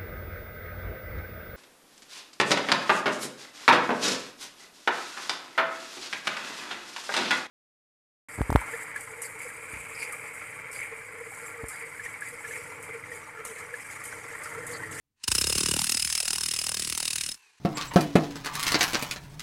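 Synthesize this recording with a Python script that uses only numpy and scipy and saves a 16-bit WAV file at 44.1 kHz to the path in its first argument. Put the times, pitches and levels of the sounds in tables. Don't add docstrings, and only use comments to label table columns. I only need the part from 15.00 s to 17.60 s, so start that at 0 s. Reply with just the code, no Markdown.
import sys
import numpy as np
from scipy import signal
from scipy.fft import irfft
from scipy.io import wavfile
from scipy.ndimage import uniform_filter1d

SR = 44100
rng = np.random.default_rng(int(sys.argv[2]) if len(sys.argv) > 2 else 0)


def log_audio(samples):
    frames = np.atleast_2d(samples).T
    limited = np.clip(frames, -1, 1)
    pcm = np.round(limited * 32767).astype(np.int16)
    wavfile.write(sys.argv[1], SR, pcm)


N = 114660
T = np.arange(N) / SR
BLOW_SAMPLES = 4096
BLOW_T, BLOW_HZ = T[:BLOW_SAMPLES], np.fft.rfftfreq(BLOW_SAMPLES, 1 / SR)
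FIRST_BLOW_S, LAST_BLOW_S = .2376, 2.355

# (time [s], clash [dB], ping [dB], knock [dB], flex [dB], thump [dB])
BLOW_LEVELS = [(0.238, -6, -4.5, -16, -19, -18), (0.279, 4, 1, 8.5, 2.5, 13.5),
               (0.382, 2.5, 7.5, 6, 6.0, 9), (0.441, 1.5, -2, 4.5, -2.5, 14.5),
               (0.47, 1.5, 4.5, 2.5, 7, 9.5), (0.525, 1, 1.5, 4.5, -2, 9.0), (0.552, 0, -7, 4, 11, 15.5),
               (0.579, 2, 1, 7.5, 10, 0.5), (0.712, 1.5, -2.5, 4, 10, 12.5),
               (0.79, -0.5, -14, 4.5, 12.5, 3.5), (0.894, 1, -3, 3, -2.5, -11), (0.945, 1.5, 4, -3.5, 1, 3),
               (0.997, -0.5, 4, -9, -21, 0), (1.048, 1, 2.5, -15, -3, 6.5), (1.074, -0.5, -2, -10, -16, 1),
               (1.151, 1.5, -2, -2, -12, -8), (1.177, 2.5, 4.5, -5, -17, -11.0),
               (1.203, 1.5, -1, 3, -19, -5), (1.228, -1.5, -1.5, -3, -7, -4),
               (1.28, 1.5, -0.5, 3.5, -7.5, -9), (1.408, -3.5, 2.5, 3.5, -7, -0.5),
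               (1.486, 0, 3, -11, -2, -5), (1.537, -0.5, 1.5, -1.5, -12, -1),
               (1.718, -1.0, -1, 1, -7, -1.5), (1.821, -3.5, -7, -6.5, 0.5, -3),
               (1.924, 0, -17, -0.5, -3.5, 1.5), (1.976, -1, -13, -2.5, -8, -16),
               (2.157, -0.5, -5, -6, -9.5, -3), (2.236, -3.5, -7.5, -21, -9, -7),
               (2.289, -4, 2, -7, -5.5, -16), (2.316, -7, 0.5, -22, -21, -23),
               (2.343, -15, -14.5, -21, -16, -35)]
# (time [s], level [dB])
MOTOR_LEVEL = [(0, -110), (.14, -121), (.195, -88), (.228, -75), (.265, -63), (.3, -42), (.4, -35),
               (.75, -35.5), (1.2, -39.5), (1.8, -40), (2.2, -42.5), (2.32, -42), (2.36, -56.5),
               (2.42, -81), (2.6, -99)]
# (frequency [Hz], level [dB])
COAST_SPECTRUM = [(40, -25), (260, -22.5), (430, -6.5), (610, -22.5), (820, -7), (1040, -3.5),
                  (1280, -13.5), (1600, -3), (2140, -6.5), (2600, -1), (3340, -10.5), (4300, -6),
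                  (5100, -12), (6200, -9.5), (8300, -12.5), (10300, -18), (11800, -22.5), (13000, -39)]


def amp(db):
    return 10 ** (np.asarray(db) / 20)


def unit(x):
    return x / np.sqrt(np.mean(x ** 2) + 1e-20)


def curve(table, time_s, column=1):
    table = np.array(table)
    return np.interp(time_s, table[:, 0], table[:, column])


def spectrum(table, hz):
    knots_hz, db = np.transpose(table)
    return np.interp(np.log(hz + 1), np.log(knots_hz + 1), db)


def colour(x, table):
    log_gain = np.log(amp(spectrum(table, abs(np.fft.fftfreq(BLOW_SAMPLES, 1 / SR)))))
    response = np.exp(np.conj(signal.hilbert(log_gain)))
    taps = np.fft.ifft(response).real[:BLOW_SAMPLES // 2]
    return signal.oaconvolve(x, taps / np.linalg.norm(taps))[:N]


def wander(samples):
    return unit(uniform_filter1d(uniform_filter1d(rng.standard_normal(N), samples), samples))


def decay(t, t60_s):
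    return (t >= 0) * np.exp(-np.log(1000) * np.maximum(t, 0) / t60_s)


def swell(t, peak_s, width_s):
    return np.exp(-((t - peak_s) / width_s) ** 2)


def add(mix, start_s, sound):
    part = mix[round(start_s * SR):][:len(sound)]
    part += sound[:len(part)]


def air():
    # (frequency [Hz], level [dB])
    air_spectrum = [(25, -14), (100, -8), (280, -17.5), (550, -29.5), (16000, -36.5)]
    return amp(-85 - 7 * (T > FIRST_BLOW_S)) * colour(rng.standard_normal(N), air_spectrum)


def crumbs():
    rate_per_s = 360
    grains = (rng.random(N) < rate_per_s / SR) * rng.standard_normal(N)
    burst = rng.standard_normal(BLOW_SAMPLES) * decay(BLOW_T, t60_s=.018)
    patter = colour(signal.oaconvolve(grains, burst)[:N], COAST_SPECTRUM)
    return amp(-69) * unit(patter) * swell(T, peak_s=2.52, width_s=.062)


def motor(turns):
    # (frequency [Hz], level [dB])
    gear_spectrum = [(100, 6), (350, -3.5), (700, -17.5), (1200, -3.5), (2200, -8.5), (2750, 3.5),
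                     (3200, -5.5), (4500, -4.5), (5150, -6.5), (6000, 1.5), (8000, 6), (9600, 9.5),
                     (10600, 6.5), (11200, 6.5), (13000, 7), (16000, -19)]
    swing_db = 2 * np.cos(2 * np.pi * (turns + .043))
    grind = unit(rng.standard_normal(N) * amp(-2 * wander(40) + 2 * wander(400) + swing_db))
    gears = colour(grind * amp(curve(MOTOR_LEVEL, T)), gear_spectrum)

    start_s, rise_s, fade_db_per_s, sag_hz_per_s = .145, .09, 17, 2200
    since_off_s = T - LAST_BLOW_S
    spin_up = np.clip((T - start_s) / rise_s, 0, 1) ** 2
    whirr_db = -61.5 + 1.5 * wander(300) - fade_db_per_s * np.maximum(since_off_s, 0)
    whine_hz = 2780 - sag_hz_per_s * since_off_s + 22 * wander(100)
    phase = 2 * np.pi * np.cumsum(whine_hz) / SR
    whine = np.sin(phase) + amp(-9) * np.sin(2.31 * phase)
    whine *= amp(-62.5) * swell(T, peak_s=2.445, width_s=.06)
    whirr = spin_up * amp(whirr_db) * colour(rng.standard_normal(N), COAST_SPECTRUM)
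    return gears + whine + whirr


def chatter():
    rate_per_s, spread_db = 260, 5
    sizes = amp(spread_db * np.minimum(rng.exponential(1, N), 3))
    clinks = sizes * (rng.random(N) < rate_per_s / SR)
    power = signal.oaconvolve(clinks ** 2, decay(BLOW_T, t60_s=.02) ** 2)[:N]
    return amp(curve(MOTOR_LEVEL, T) - 3) * unit(np.sqrt(abs(power)) * rng.standard_normal(N))


def bending_wave(gain):
    delay_s, lead_s = .0155, .0031
    phase = .8 - 2 * np.pi * (2 * delay_s * np.sqrt(100 * BLOW_HZ) - lead_s * BLOW_HZ)
    return irfft(gain * np.exp(1j * phase))[:BLOW_SAMPLES // 2]


def bites(blows):
    # (time [s], pitch [Hz], level [dB])
    thuds = [(.279, 950, 3), (.316, 990, 7), (.382, 1020, -1), (.412, 300, 6), (.442, 370, 6),
             (.498, 460, 10.5), (.606, 350, 8), (.633, 417, -5), (.659, 1050, 5.5), (.686, 388, 13),
             (.712, 420, 3), (.738, 540, 7), (.764, 800, 4), (.79, 900, 11), (.816, 960, 5),
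             (.842, 1480, 9), (.893, 1500, 5.5), (.945, 275, -7), (1.049, 227, -3), (1.229, 455, 0),
             (1.332, 418, 1.5), (1.383, 1090, 7.5), (1.975, 990, 3.5), (2.001, 930, 4), (2.155, 860, -8)]
    out = np.zeros(N)
    for near_s, pitch_hz, db in thuds:
        blow_s = min((s for s, _ in blows), key=lambda s: abs(s - near_s))
        width_hz = 36 + .048 * pitch_hz
        peak = np.exp(-.5 * ((BLOW_HZ - pitch_hz) / width_hz) ** 2)
        add(out, blow_s, bending_wave(amp(db) * peak))
    return out


def flex(blows):
    # (frequency [Hz], level [dB])
    flex_spectrum = [(25, -40), (35, -14), (50, 2.5), (75, -1), (120, -3), (200, -2), (400, -9),
                     (550, -10.5), (700, -40), (900, -19), (1200, -10), (2000, -20)]
    base_db = 4.5 + spectrum(flex_spectrum, BLOW_HZ)
    knots_hz = np.geomspace(50, 2000, num=18)
    dc_block = BLOW_HZ / (BLOW_HZ + 10)
    out = np.zeros(N)
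    for blow_s, _ in blows:
        knock_db, flex_db, thump_db = (curve(BLOW_LEVELS, blow_s, column) for column in (3, 4, 5))
        soil_db = spectrum([(100, thump_db), (190, flex_db), (500, flex_db), (800, knock_db)], BLOW_HZ)
        scatter_db = 3.2 * spectrum(np.c_[knots_hz, rng.standard_normal(len(knots_hz))], BLOW_HZ)
        add(out, blow_s, bending_wave(amp(base_db + soil_db + scatter_db) * dc_block))
    return out


def blade(blows, drive):
    # (frequency [Hz], level [dB])
    knock_spectrum = [(250, -9), (550, 0.5), (800, 0.5), (1000, -1), (1300, -3), (1700, 3), (2300, -4.5),
                      (4000, -23.5)]
    knock_over_clash_db = curve(BLOW_LEVELS, T, column=3) - curve(BLOW_LEVELS, T)
    knock = amp(knock_over_clash_db - 15.5) * colour(drive, knock_spectrum)
    rumble_cut = signal.butter(2, 45, "high", fs=SR, output="sos")
    return signal.sosfilt(rumble_cut, knock + flex(blows))


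def dead_band(x):
    # (time [s], centre [Hz], depth [0-1])
    notch = [(.28, 630, 0.84), (.35, 650, 0.75), (.42, 735, 0.66), (.5, 660, 0.25), (.59, 713, 1),
             (.71, 700, 1), (.765, 696, 0.14), (.795, 424, 1), (.85, 450, 1), (.9, 630, 0.93),
             (.96, 675, 0), (1.02, 520, 0.9), (1.13, 525, 1), (1.17, 640, 0.5), (1.23, 233, 0.83),
             (1.29, 510, .85), (1.35, 560, 0.77), (1.46, 620, .9), (1.6, 685, 0.43), (1.7, 810, 0),
             (1.82, 800, 0.54), (1.94, 620, 0.83), (2.04, 530, 0.1), (2.1, 815, 0.27), (2.2, 580, 0.96),
             (2.29, 700, 0), (2.36, 594, 0.5)]
    width_hz = 340
    carrier = np.exp(2j * np.pi * np.cumsum(curve(notch, T)) / SR)
    lowpass = signal.butter(2, width_hz / 2, fs=SR, output="sos")
    baseband = signal.sosfiltfilt(lowpass, signal.hilbert(x) / carrier)
    return x - curve(notch, T, column=2) * (carrier * baseband).real


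def ping(blows):
    pitch_hz, damping_db_per_s = 5125, 2.5
    out = np.zeros(N)
    for blow_s, _ in blows:
        late, phase, detune = rng.standard_normal(3)
        peak_s = .006 * (1 + .15 * late)
        tail = amp(-16) * decay(BLOW_T - peak_s, t60_s=.07)
        envelope = np.maximum(swell(BLOW_T, peak_s, width_s=.0034), tail)
        note = np.sin(2 * np.pi * pitch_hz * (1 + .009 * detune) * BLOW_T + .9 * phase)
        level_db = -24.5 - damping_db_per_s * blow_s + curve(BLOW_LEVELS, blow_s, column=2)
        add(out, blow_s, amp(level_db) * envelope * note)
    return out


def ring(drive):
    # (frequency [Hz], bandwidth [Hz], level [dB])
    modes = [(2633, 136, -18), (2873, 180, -10.5), (3738, 100, -10.5), (4340, 174, -9.5), (5064, 140, -6),
             (6264, 73, -7.5), (7960, 300, -9), (8370, 430, -5), (8810, 100, -6.5), (9360, 200, -2.5),
             (9490, 130, -8.5), (9950, 230, -7.5)]
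    drift, swing_db = .006, 4.5
    out = np.zeros(N)
    for hz, width_hz, db in modes:
        carrier = np.exp(2j * np.pi * np.cumsum(hz * (1 + drift * wander(1500))) / SR)
        pole = np.exp(-np.pi * width_hz / SR)
        push = drive * amp(db + swing_db * np.clip(wander(700), -2, 2))
        out += (carrier * signal.lfilter([np.sqrt(1 - pole ** 2)], [1, -pole], push / carrier)).real
    return amp(-8) * out


def snap(x, turns):
    cutoff_hz, scatter_db, fall_db_per_s = 10970, 10.5, 7
    treble = signal.sosfiltfilt(signal.butter(8, cutoff_hz, "high", fs=SR, output="sos"), x)
    swing_db = 3 * np.cos(2 * np.pi * (turns - .1)) + scatter_db * wander(700)
    treble_db = (swing_db - 14 - fall_db_per_s * T) * (T < LAST_BLOW_S)
    return x + treble * (amp(treble_db) - 1)


def clash(drive):
    # (frequency [Hz], level [dB])
    clash_spectrum = [(300, -26), (700, -20.5), (1000, -13), (1900, 0.5), (2400, 0), (2800, 2.5),
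                      (3200, -1), (3800, -3), (4050, 1), (4300, -2.5), (4750, 0), (5400, 6.5), (6000, 2),
                      (6300, -1), (6650, 2), (7900, 6.5), (9700, -1), (10600, 2.5), (10900, -9.5),
                      (12000, -4.5), (13200, -18.5), (16000, -34.5)]
    return amp(-2.5) * colour(drive, clash_spectrum)


def rattle(blows):
    lead_s, slide_s, rise_s, rebound_s, sink_s = .008, .002, .0013, .0036, .25
    alike = .52
    out, t = np.zeros(N), BLOW_T - lead_s
    grain = rng.standard_normal(BLOW_SAMPLES)
    for blow_s, gain in blows:
        grain = alike * grain + np.sqrt(1 - alike ** 2) * rng.standard_normal(BLOW_SAMPLES)
        length, hardness, late, bounce, flight = rng.random(5)
        hold_s = .0037 * (.5 + length) + .004 * np.exp(-(blow_s - FIRST_BLOW_S) / sink_s)
        slide = amp(-29) * np.exp(-abs(t) / slide_s)
        body = amp(-27) * np.clip(t / rise_s, 0, 1) * decay(np.maximum(t - hold_s, 0), t60_s=.031)
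        crack = amp(-28.5) * (.5 + hardness) * decay(t - rise_s * late, t60_s=.005)
        rebound = amp(-43) * 2 * bounce * decay(t - rebound_s * (1 + flight) / 2, t60_s=.005)
        add(out, blow_s - lead_s, gain * grain * (slide + body + crack + rebound))
    return out


def crank():
    # (time [s], rate [blows/s])
    speed = [(0.24, 22.41), (0.3, 27.26), (0.37, 31.98), (0.45, 35.16), (0.56, 37.13), (0.72, 38.16),
             (0.9, 38.88), (1.25, 38.9), (1.6, 38.71), (2.05, 38.84), (2.22, 37.93), (2.35, 36.78)]
    jitter_s, scatter_db = .00025, 1
    turns = np.cumsum(curve(speed, T)) / SR
    turns -= np.interp(FIRST_BLOW_S, T, turns)
    count = int(np.interp(LAST_BLOW_S, T, turns)) + 1
    times_s = np.interp(np.arange(count), turns, T)
    late, strong = rng.standard_normal((count, 2)).T
    gains = amp(curve(BLOW_LEVELS, times_s) + scatter_db * strong)
    return turns, list(zip(times_s + jitter_s * late, gains))


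def scene():
    turns, blows = crank()
    strikes = rattle(blows)
    background = air()
    drive = strikes + chatter()
    hammer = snap(clash(drive) + motor(turns), turns)
    tool = hammer + ring(drive) + ping(blows) + blade(blows, strikes)
    return (dead_band(tool) + bites(blows) + crumbs() + background)[None]


def record(dry):
    cutoff_hz = 16100
    taps = signal.firwin(511, cutoff_hz, window=("kaiser", 9), fs=SR)
    return signal.oaconvolve(dry, taps[None], "same")


dry = scene()
out = record(dry)
log_audio(out)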